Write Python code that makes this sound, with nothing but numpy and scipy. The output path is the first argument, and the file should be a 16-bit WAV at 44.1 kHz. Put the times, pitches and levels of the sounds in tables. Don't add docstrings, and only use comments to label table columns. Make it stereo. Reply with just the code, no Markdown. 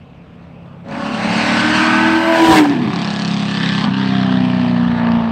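import sys
import numpy as np
from scipy import signal
from scipy.fft import rfft, irfft, next_fast_len
from scipy.io import wavfile
from scipy.ndimage import uniform_filter1d, map_coordinates

SR = 44100
rng = np.random.default_rng(int(sys.argv[2]) if len(sys.argv) > 2 else 0)


def unload_wav(signal):
    wavfile.write(
        sys.argv[1],
        SR,
        np.round(np.clip(np.atleast_2d(signal).T, -1, 1) * 32767).astype(np.int16),
    )


N = 234283

PHASE_STARTS = [0.886, 2.362, 2.735, 3.875]
CAR_M_PER_S, PASS_S, NEAREST_M = 27.7, 2.606, 2.02
SOUND_M_PER_S = 343


def from_db(db):
    return 10 ** (np.asarray(db) / 20)


def rms_one(x):
    return x / np.sqrt(np.mean(x ** 2) + 1e-20)


def in_time(rows):
    s, *columns = np.transpose(rows)
    return [np.interp(np.arange(N) / SR, s, column) for column in columns]


def drift(rate_hz):
    r = np.exp(-80 * np.pi * rate_hz / SR)
    slow = signal.lfilter([1], [1, -2 * r, r * r], rng.standard_normal(N // 40 + 2002))
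    slow = slow[2000:]
    return np.interp(np.arange(N) / 40, np.arange(len(slow)), rms_one(slow))


def swell(s, half_width_s):
    return np.exp(-((np.arange(N) / SR - s) / half_width_s) ** 2)


def colour(x, points, power=1):
    size = next_fast_len(N + 4096, True)
    hz, db = np.transpose(points)
    bins = np.maximum(np.arange(size // 2 + 1) * SR / size, 1)
    gain = from_db(power * np.interp(np.log(bins), np.log(hz), db))
    return irfft(rfft(x, size) * gain, size)[..., :N]


def butter(x, hz, kind, order=2):
    return signal.sosfilt(signal.butter(order, hz, kind, fs=SR, output="sos"), x)


def steady(x):
    power = uniform_filter1d(uniform_filter1d(x[0] ** 2, size=2600), size=2600)
    return x / np.sqrt(np.abs(power) + 1e-20)


def delayed(x, lag_ms):
    return map_coordinates(x, [np.arange(N) - lag_ms * SR / 1000], order=3, mode="nearest")


def ports(pair):
    # (frequency [Hz], side gain [dB])
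    port_spread = [(60, 1), (150, -21), (300, -6.5), (640, -14.5), (1400, -8), (3100, -6), (6800, 0.5),
                   (15000, 3)]
    return np.array([pair[0], colour(pair[1], port_spread)])


def noise(spectrum):
    x = ports(colour(rng.standard_normal((2, N)), spectrum))
    return x / np.std(x[0])


def position(lead_m=0):
    along = CAR_M_PER_S * (np.arange(N) / SR - PASS_S) + lead_m
    distance = np.hypot(along, NEAREST_M)
    return NEAREST_M / distance, along / distance


def phase_shares(blend_s=0.091):
    t = np.arange(N) / SR
    later = [np.clip((t - s) / blend_s + .5, 0, 1) for s in PHASE_STARTS]
    begun = [np.ones(N)] + later + [np.zeros(N)]
    return np.sqrt(np.maximum(-np.diff(begun, axis=0), 0))


def by_phase(rows, shares):
    t = np.arange(N) / SR
    return sum(share ** 2 * (db + db_per_s * (t - start))
               for share, start, (db, db_per_s) in zip(shares, [0, *PHASE_STARTS], rows))


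def exhaust_levels(shares):
    # (time [s], level [dB])
    note_level = [(0.9, -28), (0.925, -23), (0.95, -27), (1.31, -19.5), (2.12, -14.5), (2.31, -20.5),
                  (2.44, -9), (2.51, -12), (2.54, -14), (2.622, -7.5), (2.66, -20), (2.7, -9),
                  (2.76, -20.5), (2.83, -18), (2.9, -19), (3.1, -20), (3.81, -17), (3.845, -26.5),
                  (3.909, -19.5), (3.98, -16), (4.38, -14), (5.08, -13.5), (5.17, -13.5), (5.259, -16.5),
                  (5.31, -17.5)]
    sizzle_level = [(0.92, -43), (1.41, -26), (1.8, -25.5), (2.25, -34), (2.48, -26.5), (2.53, -23.5),
                    (2.58, -23.5), (2.632, -36.5), (2.77, -43.5), (3.05, -35), (3.461, -35), (3.57, -31.5),
                    (3.845, -32), (3.885, -40), (4.0, -34), (4.99, -43.5), (5.31, -46)]
    # (start level [dB], slope [dB/s])
    tone_over_burble = [(-36, 4), (-14.5, 14.5), (12.5, 6), (-18, 5), (-9.5, 13.5)]
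    rumble_share = [(0, -9), (2, -13.5), (-17, -11.5), (-13.5, -2), (-21.5, 2.5)]
    # (start level [dB], slope [dB/s])
    bark_level = [(-35, 7), (-23.5, -3), (-22, -14), (-29, -5.5), (-32.5, 5)]
    rasp_level = [(-32.5, 1), (-29, 5), (-27.5, -4.5), (-30.5, -2.5), (-31, 3)]
    # (time [s], half-width [s], extra rumble [dB], extra bark [dB], extra rasp [dB])
    surges = [(.922, 0.0051, 8, -2, 5.5), (2.535, 0.046, 19.5, 7, -5), (2.585, 0.026, -2, 1.5, 7.5),
              (2.652, 0.011, 13.5, 9, -3), (2.85, 0.25, 12, 3, 5), (3.68, 0.086, 2.5, 2.5, 4.5),
              (3.861, 0.043, 9, 10, 2), (5.069, 0.099, -11, 3, 6)]
    t, cruising = np.arange(N) / SR, shares[0] ** 2
    cruise_note = -41 + 7.4 * t
    cruise_sizzle = -63.5 + 1.0 * t
    note = cruising * cruise_note + (1 - cruising) * in_time(note_level)[0]
    sizzle = cruising * cruise_sizzle + (1 - cruising) * in_time(sizzle_level)[0]
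    more_rumble, more_bark, more_rasp = sum(
        np.outer(extra_db, swell(s, width)) for s, width, *extra_db in surges)
    tone = by_phase(tone_over_burble, shares)
    rumble = by_phase(rumble_share, shares) + more_rumble
    lines = note - 10 * np.log10(1 + from_db(rumble) ** 2)
    burble = lines - 10 * np.log10(1 + from_db(tone) ** 2)
    swing = sizzle - np.median(sizzle)
    bark = by_phase(bark_level, shares) + 0.5 * swing + more_bark
    rasp = by_phase(rasp_level, shares) + 0.73 * swing + more_rasp
    return (burble + tone, burble, lines + rumble), (bark, rasp, sizzle)


def ring_angles(orders, size=64):
    k, db = np.transpose(orders)
    log_gain = np.interp(np.arange(size // 2 + 1), [0, *k, 18], [-40, *db, -40]) * np.log(10) / 20
    return rfft(2 * irfft(log_gain)[:size // 2], size).imag


def exhaust_note(turns, shares, levels, waver_db=1.56, firing_waver_db=2.5, firing_db=-0.23,
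                 burble_db=0.0, rumble_db=-0.5, settle=0.34):
    # (multiple of the cycle rate, relative level [dB])
    burble_orders = [
        [(2, -19), (3, -5.5), (4, -1), (5, 3.5), (6, -25), (7, -6.5), (9, -40), (10, -22)],
        [(2, -23), (3, -16), (4, -24), (5, -6), (6, -0.5), (7, -9.5), (9, -22), (10, -23), (11, -19.5),
         (13, -18.5)],
        [(2, -42), (3, -30), (4, -48), (5, -23.5), (6, -13.5), (7, -24), (9, -29), (10, -18.5), (11, -18),
         (12, -28)],
        [(3, -8), (4, -0.5), (5, 7), (6, 8), (7, 0.5), (9, -22.5), (10, -8), (11, -17), (12, -11.5), (13, -61)],
        [(3, -17), (4, -6), (5, -8), (6, 3), (7, -14.5), (9, -10), (10, -29.5), (12, -16.5), (13, -30.5)],
    ]
    # (frequency [Hz], relative level [dB])
    rumble_spectrum = [(35, -45.5), (70, -23.5), (120, 10.5), (200, 16.5), (290, 11.5), (380, 2), (480, -4),
                       (700, -54)]
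    firing, burble, rumble = levels
    angle = 2 * np.pi * turns
    unrest = 1 - settle * (shares[3] ** 2 + shares[4] ** 2)
    waver = {k: from_db(waver_db * unrest * drift(6)) for k in range(2, 14)}
    beat = np.zeros(N)
    for share, orders in zip(shares, burble_orders):
        on, lead = share > 0, ring_angles(orders)
        total = np.sqrt(sum(from_db(db) ** 2 for k, db in orders) / 2)
        for k, db in orders:
            k = round(k)
            wave = np.cos(k * angle[on] + lead[k] + np.pi / 2)
            beat[on] += (share * waver[k])[on] * from_db(db) / total * wave
    tone_db = firing + firing_db + firing_waver_db * unrest * drift(12)
    tone = np.sqrt(2) * np.cos(8 * angle + np.pi / 6) * from_db(tone_db)
    lines = tone + beat * from_db(burble + burble_db)
    return lines * [[1], [0]] + steady(noise(rumble_spectrum)) * from_db(rumble + rumble_db)


def blasts(turns, strengths_db, decay, flow, scatter_db):
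    count, age = np.divmod(8 * turns, 1)
    count = count.astype(int)
    scatter = scatter_db * rng.standard_normal(count[-1] + 1)
    size = from_db(np.resize(strengths_db, count[-1] + 1) + scatter)
    return flow + size[count] * np.exp(-age / decay)


def gas_jet(turns, shares, levels, repeat_db=0.0, repeat_hz=1700, bark_db=-1.0, rasp_db=-3.0,
            sizzle_db=2.0, flicker_db=0.88, morph_hz=.5):
    firing_strengths = [
        [0, -3, -4, -2, 0, -3, -4, -2],
        [0, -2, -3, -1, 0, -1, -3, -2],
        [0, -2, -3, -1, 0, -1, -3, -2],
        [0, -8, -5, -8, -6, -7, -8, -12],
        [0, -2, -5, -8, 0, -1, -6, -8],
    ]
    # (decay [firing intervals], steady flow [amplitude], scatter [dB, sign immaterial])
    blast_shapes = [(0.99, 1, -1), (1, 1, -1), (0.62, 1, 4), (0.25, 0.33, 2.5), (0.75, 0.97, 5)]
    # (frequency [Hz], relative level [dB])
    cruise_colour = [(240, -31), (400, -4), (477, -7), (496, -13), (553, -7), (714, -11.5), (1960, -19.5),
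                     (2530, -16), (7240, -49), (10000, -53), (13000, -77), (22000, -120)]
    charge_colour = [(240, -52), (400, -22), (538, -2), (591, 0), (760, 3), (1110, 0.5), (1210, -3.5),
                     (1360, -2.5), (1540, -0.5), (1670, -1.5), (2640, -5.5), (3450, -16), (4460, -19),
                     (7140, -34.5), (8280, -29.5), (10300, -54.5), (12000, -32), (15000, -46),
                     (22000, -120)]
    beside_colour = [(290, -19), (490, -15.5), (689, -15), (753, -1.5), (843, -18), (956, -4), (1100, -17),
                     (1750, 1), (2070, -3.5), (3250, -12.5), (10000, -38), (13000, -56), (22000, -120)]
    leave_colour = [(240, -38.5), (400, -13.5), (470, -2), (641, -2), (704, 2.5), (1190, -4), (1310, -12.5),
                    (1760, 0.5), (2100, -7), (2530, -8), (3640, -11), (4580, -17.5), (7140, -35),
                    (8170, -28.5), (10000, -55.5), (13000, -75), (22000, -120)]
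    far_colour = [(240, -38), (400, 5), (510, -14.5), (641, -11.5), (753, -2.5), (1080, -4), (1500, -6.5),
                  (1760, 0), (2100, -10), (2640, -11.5), (3060, -11.5), (4340, -21), (7050, -44.5),
                  (8170, -40), (10000, -58.5), (13000, -95), (22000, -120)]
    colours = (cruise_colour, charge_colour, beside_colour, leave_colour, far_colour)
    size = 1024
    shapes = rng.standard_normal((2, 2, size))[..., (turns % 1 * size).astype(int)]
    morph = 2 * np.pi * morph_hz * np.arange(N) / SR
    ripple = shapes[0] * np.cos(morph) + shapes[1] * np.sin(morph)
    loaded = 1 - 0.44 * shares[0]
    repeating = loaded * from_db(repeat_db) * butter(ripple, repeat_hz, "low", order=1)
    gas = repeating + rng.standard_normal((2, N))
    jet = 0
    for share, firings, shape, spectrum in zip(shares, firing_strengths, blast_shapes, colours):
        jet = jet + share * rms_one(colour(gas * blasts(turns, firings, *shape), spectrum))
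    jet = ports(jet)
    bands = ((460, 1200), (1200, 3000), (3000, 9500))  # bark, rasp and sizzle, Hz
    return sum(steady(butter(jet, band, "band", order=4)) * from_db(level + trim + flicker_db * drift(15.0))
               for band, level, trim in zip(bands, levels, (bark_db, rasp_db, sizzle_db)))


def each_cycle(turns, rows, level_db, scatter_db):
    clicks = np.zeros(N)
    for start, end, place, db in rows:
        at = np.flatnonzero(np.diff(np.floor(turns - place / 8)))
        heard = (at > start * SR) & (at < end * SR)
        scatter = scatter_db * rng.standard_normal(256)[:len(at)]
        clicks[at] += heard * from_db(level_db[at] + db + scatter)
    return clicks


def shocks(turns, levels, scatter_db=1.1, mode_scatter_db=1.5, front_s=0.00015, front_db=2,
           puff_s=0.0007, puff_db=-11):
    # (from [s], to [s], place in cycle [firing intervals], click re sizzle level [dB])
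    shock_runs = [(2.96, 3.45, -0.17, 20.5), (3.45, 3.85, -0.17, 22), (2.92, 3.82, 1.5, 18.5),
                  (3.5, 3.85, 4.3, 14), (3.93, 4.45, 0.15, 16), (3.93, 5.31, 4.05, 13.5)]
    # (time [s], click level before ringing [dB])
    cracks = [(.886, -31), (.912, -27), (2.553, -14), (2.571, -11), (2.585, -11), (2.642, -19),
              (2.697, -19), (3.2202, -19), (3.2778, -17), (3.3423, -15), (3.6007, -16), (3.69, -15),
              (3.707, -16), (3.8097, -16), (3.9439, -14), (4.2128, -17), (5.119, -20)]
    # (frequency [Hz], width [Hz], level from near [dB], level from far [dB])
    ring_modes = [(1760, 110, -4, 5), (2550, 300, 0, -4), (3050, 280, -6, 11), (3650, 450, 4, 5),
                  (4400, 750, 13, 4)]
    t = np.arange(N) / SR
    clicks = each_cycle(turns, shock_runs, levels[2], scatter_db)
    for s, db in cracks:
        clicks[round(s * SR)] += from_db(db)
    front, puff = (signal.lfilter([1], [1, -np.exp(-1 / (decay * SR))], clicks + 1e-18)
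                   for decay in (front_s, puff_s))
    burst = front * [[1], [0]] + from_db(puff_db) * puff * rng.standard_normal((2, N))
    far = np.clip((t - 3.48) / .35 + .5, 0, 1)
    out = from_db(front_db) * burst
    for hz, width, near_db, far_db in ring_modes:
        r = np.exp(-np.pi * width / SR)
        poles = [1, -2 * r * np.cos(2 * np.pi * hz / SR), r * r]
        rung = signal.lfilter(np.array([1, 0, -1]) * (1 - r * r) / 2, poles, burst)
        out = out + rung * from_db(near_db + (far_db - near_db) * far + mode_scatter_db * drift(23))
    out = (1 - far) * out + far * butter(out, 5000, "low", order=4)
    return ports(butter(butter(out, 500, "high"), 7200, "low", order=8))


def knocks(turns, levels, level_db=0.0, scatter_db=1.0, mode_waver_db=1.5):
    # (from [s], to [s], place in cycle [firing intervals], click re bark level [dB])
    knock_runs = [(2.95, 3.2, -0.1, 11.5), (2.87, 3.85, 1.85, 9), (2.87, 3.85, 3.3, 8),
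                  (3.15, 3.85, 4.55, 9), (3.2, 3.85, 0.5, 9), (3.94, 4.35, 4.65, 16),
                  (4.35, 5.31, 4.65, 13), (4.1, 5.31, 3.9, 12), (4.1, 5.31, 0.7, 13.5),
                  (4.85, 5.31, -0.15, 9)]
    # (frequency [Hz], width [Hz], level [dB])
    knock_modes = [(670, 230, -3.5), (930, 260, -4.5), (1110, 300, -8)]
    clicks = each_cycle(turns, knock_runs, levels[0] + level_db, scatter_db)
    out = 0
    for hz, width, db in knock_modes:
        r, w = np.exp(-np.pi * width / SR), 2 * np.pi * hz / SR
        poles = [1, -2 * r * np.cos(w), r * r]
        rung = signal.lfilter([1, -np.cos(w) * r], poles, clicks + 1e-18)
        out = out + from_db(db + mode_waver_db * drift(3.4)) * rung
    return butter(out, [430, 1500], "band") * [[1], [0]]


def thumps(rise_s=.005):
    # (time [s], ring [Hz], envelope peak [dB])
    thump_rows = [(2.845, 235, -13), (3.837, 217, -8), (3.856, 215, -10.5), (3.881, 215, -9),
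                  (3.917, 215, -13)]
    out = np.zeros(N)
    for s, hz, db in thump_rows:
        age = np.maximum(np.arange(N) / SR - s, 0)
        envelope = age / rise_s * np.exp(1 - age / rise_s)
        out += from_db(db) * envelope * np.cos(2 * np.pi * hz * age)
    return butter(out, 120, "high") * [[1], [0]]


def overtones(turns, level_db=-0.5, fade_db=1.5, wander=0.18):
    # (multiple of the cycle rate, loudest at [s], half-width [s], level before trim [dB])
    ringing_orders = [ (7, 1.12, .22, -30), (8, 1.0, .1, -33), (40, 1.72, .24, -24.5), (39, 1.76, .2, -27),
                      (46, 1.78, .35, -31), (18, 1.88, .18, -31), (30, 1.9, .14, -26), (32, 1.88, .32, -28),
                      (41, 1.95, .35, -30), (38, 2.02, .33, -21), (37, 2.25, .25, -29.5),
                      (22, 2.11, .26, -24), (14, 2.33, .24, -30), (11, 2.55, .1, -25), (10, 2.59, .06, -23),
                      (36, 2.35, .1, -29), (12, 2.61, .05, -27), (6, 2.7, .06, -25), (4, 2.77, .09, -27),
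                      (12, 2.81, .06, -33), (11, 2.88, .1, -33), (7, 2.8, .07, -20), (9, 2.93, .15, -33),
                      (10, 2.91, .13, -34), (24, 3.05, .15, -36), (21, 3.28, .49, -36), (20, 3.37, .3, -37),
                      (52, 3.69, .16, -31), (47, 3.75, .2, -36), (28, 4.0, .15, -36), (30, 4.03, .1, -36),
                      (22, 4.18, .16, -32), (20, 4.3, .25, -34), (25, 4.31, .19, -37), (21, 4.55, .3, -35),
                      (29, 4.66, .19, -37), (30, 5.07, .15, -33), (22, 5.1, .2, -34), (37, 5.1, .11, -36),
                      (24, 5.17, .16, -34), (32, 5.17, .14, -35), (40, 5.08, .1, -35), (16, 5.1, .4, -41),
                      (14, 5.1, .3, -42), (10, 5.15, .2, -37)]
    out = np.zeros((2, N))
    for k, s, width, db in ringing_orders:
        height = swell(s, width)
        on = height > .01
        angle = 2 * np.pi * (round(k) * turns[on] + rng.random((2, 1))) + wander * drift(12)[on]
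        level = from_db(db + level_db + fade_db * drift(12)[on])
        out[:, on] += np.sqrt(2) * height[on] * level * np.cos(angle)
    return ports(out) * [[1], [.5]]


def whines(turns, level_db=0.0, waver_db=1.5, wander=.2, rise_s=.14):
    # (multiple of the cycle rate, level from afar [dB], loudest at [s], level then [dB], half-width [s])
    whine_rows = [(16, -30.5, 2.335, -16.5, .1), (19, -44, 2.54, -18.5, .17), (24, -43, 2.54, -14, .48)]
    throttle = np.clip((np.arange(N) / SR - PHASE_STARTS[0]) / rise_s + .5, 0, 1)
    facing = (1 - position()[1]) / 2
    out = np.zeros((2, N))
    for k, far_db, s, top_db, width in whine_rows:
        db = far_db + (top_db - far_db) * swell(s, width)
        angle = 2 * np.pi * round(k) * turns + wander * drift(16)
        level = from_db(db + level_db + waver_db * drift(6.4))
        out += np.sqrt(2) * level * np.cos([angle, angle + 2 * drift(2.0)])
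    return throttle * facing * ports(out)


def passing_air(shares):
    # (frequency [Hz], relative level [dB])
    hiss_spectrum = [(3000, -44.5), (8000, 1), (10300, -15.5), (12000, -9.5), (16000, -15.5)]
    wind_spectrum = [(12, -9), (30, 11), (60, 19), (90, 28), (200, -50)]
    # (start level [dB], slope [dB/s])
    buffet_level = [(-46, -8), (-47.5, 0.5), (-63, 0), (-51.5, 0.5), (-49, 9.5)]
    near, heading = position(lead_m=1.2)
    fall_db, behind_db, cruise_db = 29.5, 20, 9
    tyre_db = -30.5 + fall_db * np.log10(near)
    tyre_db = tyre_db - behind_db * np.maximum(heading, 0) ** 2 - cruise_db * shares[0] ** 2
    gust = from_db(-31) * swell(2.515, half_width_s=.035)
    wind = from_db(by_phase(buffet_level, shares)) + gust
    return noise(hiss_spectrum) * from_db(tyre_db) + noise(wind_spectrum) * wind


def ground_echo(pair, echo=0.27, waver=0.2):
    far_ms, near_ms = 0.16, 1.7
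    lag_ms = (far_ms + near_ms * np.sqrt(position()[0])) * np.exp(waver * drift(3.63))
    return np.array([x + echo * delayed(x, lag_ms) for x in pair]) / np.hypot(1, echo)


def tree_line(pair, dull_hz=420):
    # (delay [s], level [dB])
    tree_echoes = [(.17, -22), (.26, -19), (.34, -22)]
    dull = butter(pair, dull_hz, "low", order=4)
    return pair + sum(from_db(db) * np.pad(dull, [(0, 0), (round(s * SR), 0)])[:, :N]
                      for s, db in tree_echoes)


def microphone(mid, side):
    # (frequency [Hz], left-right tilt [dB, before each port's scaling])
    port_balance = [(60, 3), (300, 3.5), (700, 3), (1290, 4.5), (2380, 4.5), (3300, 1), (4400, -6),
                    (6000, -4.5), (8100, 2), (15000, 1)]
    # (time [s], left lags right [ms], extra left minus right [dB])
    bearing = [(.5, -0.11, -3), (1.25, -0.087, -4), (1.75, -0.098, -3), (2.7, 0.0087, -4),
               (3.2, -0.085, -3.5), (3.75, 0.0053, -3.5), (4.4, -0.031, -3.5)]
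    lag_ms, pan_db = in_time(bearing)
    left = delayed(colour(mid + side, port_balance, 0.76), lag_ms / 2) * from_db(pan_db / 2)
    right = delayed(colour(mid - side, port_balance, -0.64), -lag_ms / 2) * from_db(-pan_db / 2)
    return np.array([left, right])


def scene():
    # (time [s], cycle rate [cycles/s])
    engine_speed = [(0, 31.27), (0.8, 31.41), (1.15, 33.05), (1.5, 34.39), (1.85, 36.3), (2.3, 37.93),
                    (2.55, 38.03), (2.9, 37.69), (3.3, 37.08), (3.8, 36.03), (3.88, 33.59), (3.96, 35.45),
                    (4.3, 34.34), (4.7, 32.66), (5.31, 30.77)]
    doppler = 1 / (1 + CAR_M_PER_S / SOUND_M_PER_S * position()[1])
    turns = np.cumsum(in_time(engine_speed)[0] * doppler) / SR - .015
    valves = turns + .016
    shares = phase_shares()
    note_levels, jet_levels = exhaust_levels(shares)
    deep_note = tree_line(exhaust_note(turns, shares, note_levels) + thumps())
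    tones = deep_note + overtones(turns) + whines(turns)
    jet = gas_jet(valves, shares, jet_levels)
    rasp = ground_echo(jet + shocks(valves, jet_levels) + knocks(valves, jet_levels))
    return microphone(*(tones + rasp + passing_air(shares)))


def record(dry, ceiling=0.92, cutoff_hz=16400):
    squashed = dry / (1 + (dry / ceiling) ** 8) ** (1 / 8)
    return signal.sosfilt(signal.cheby2(20, 70, cutoff_hz, fs=SR, output="sos"), squashed)


dry = scene()
out = record(dry)
unload_wav(out)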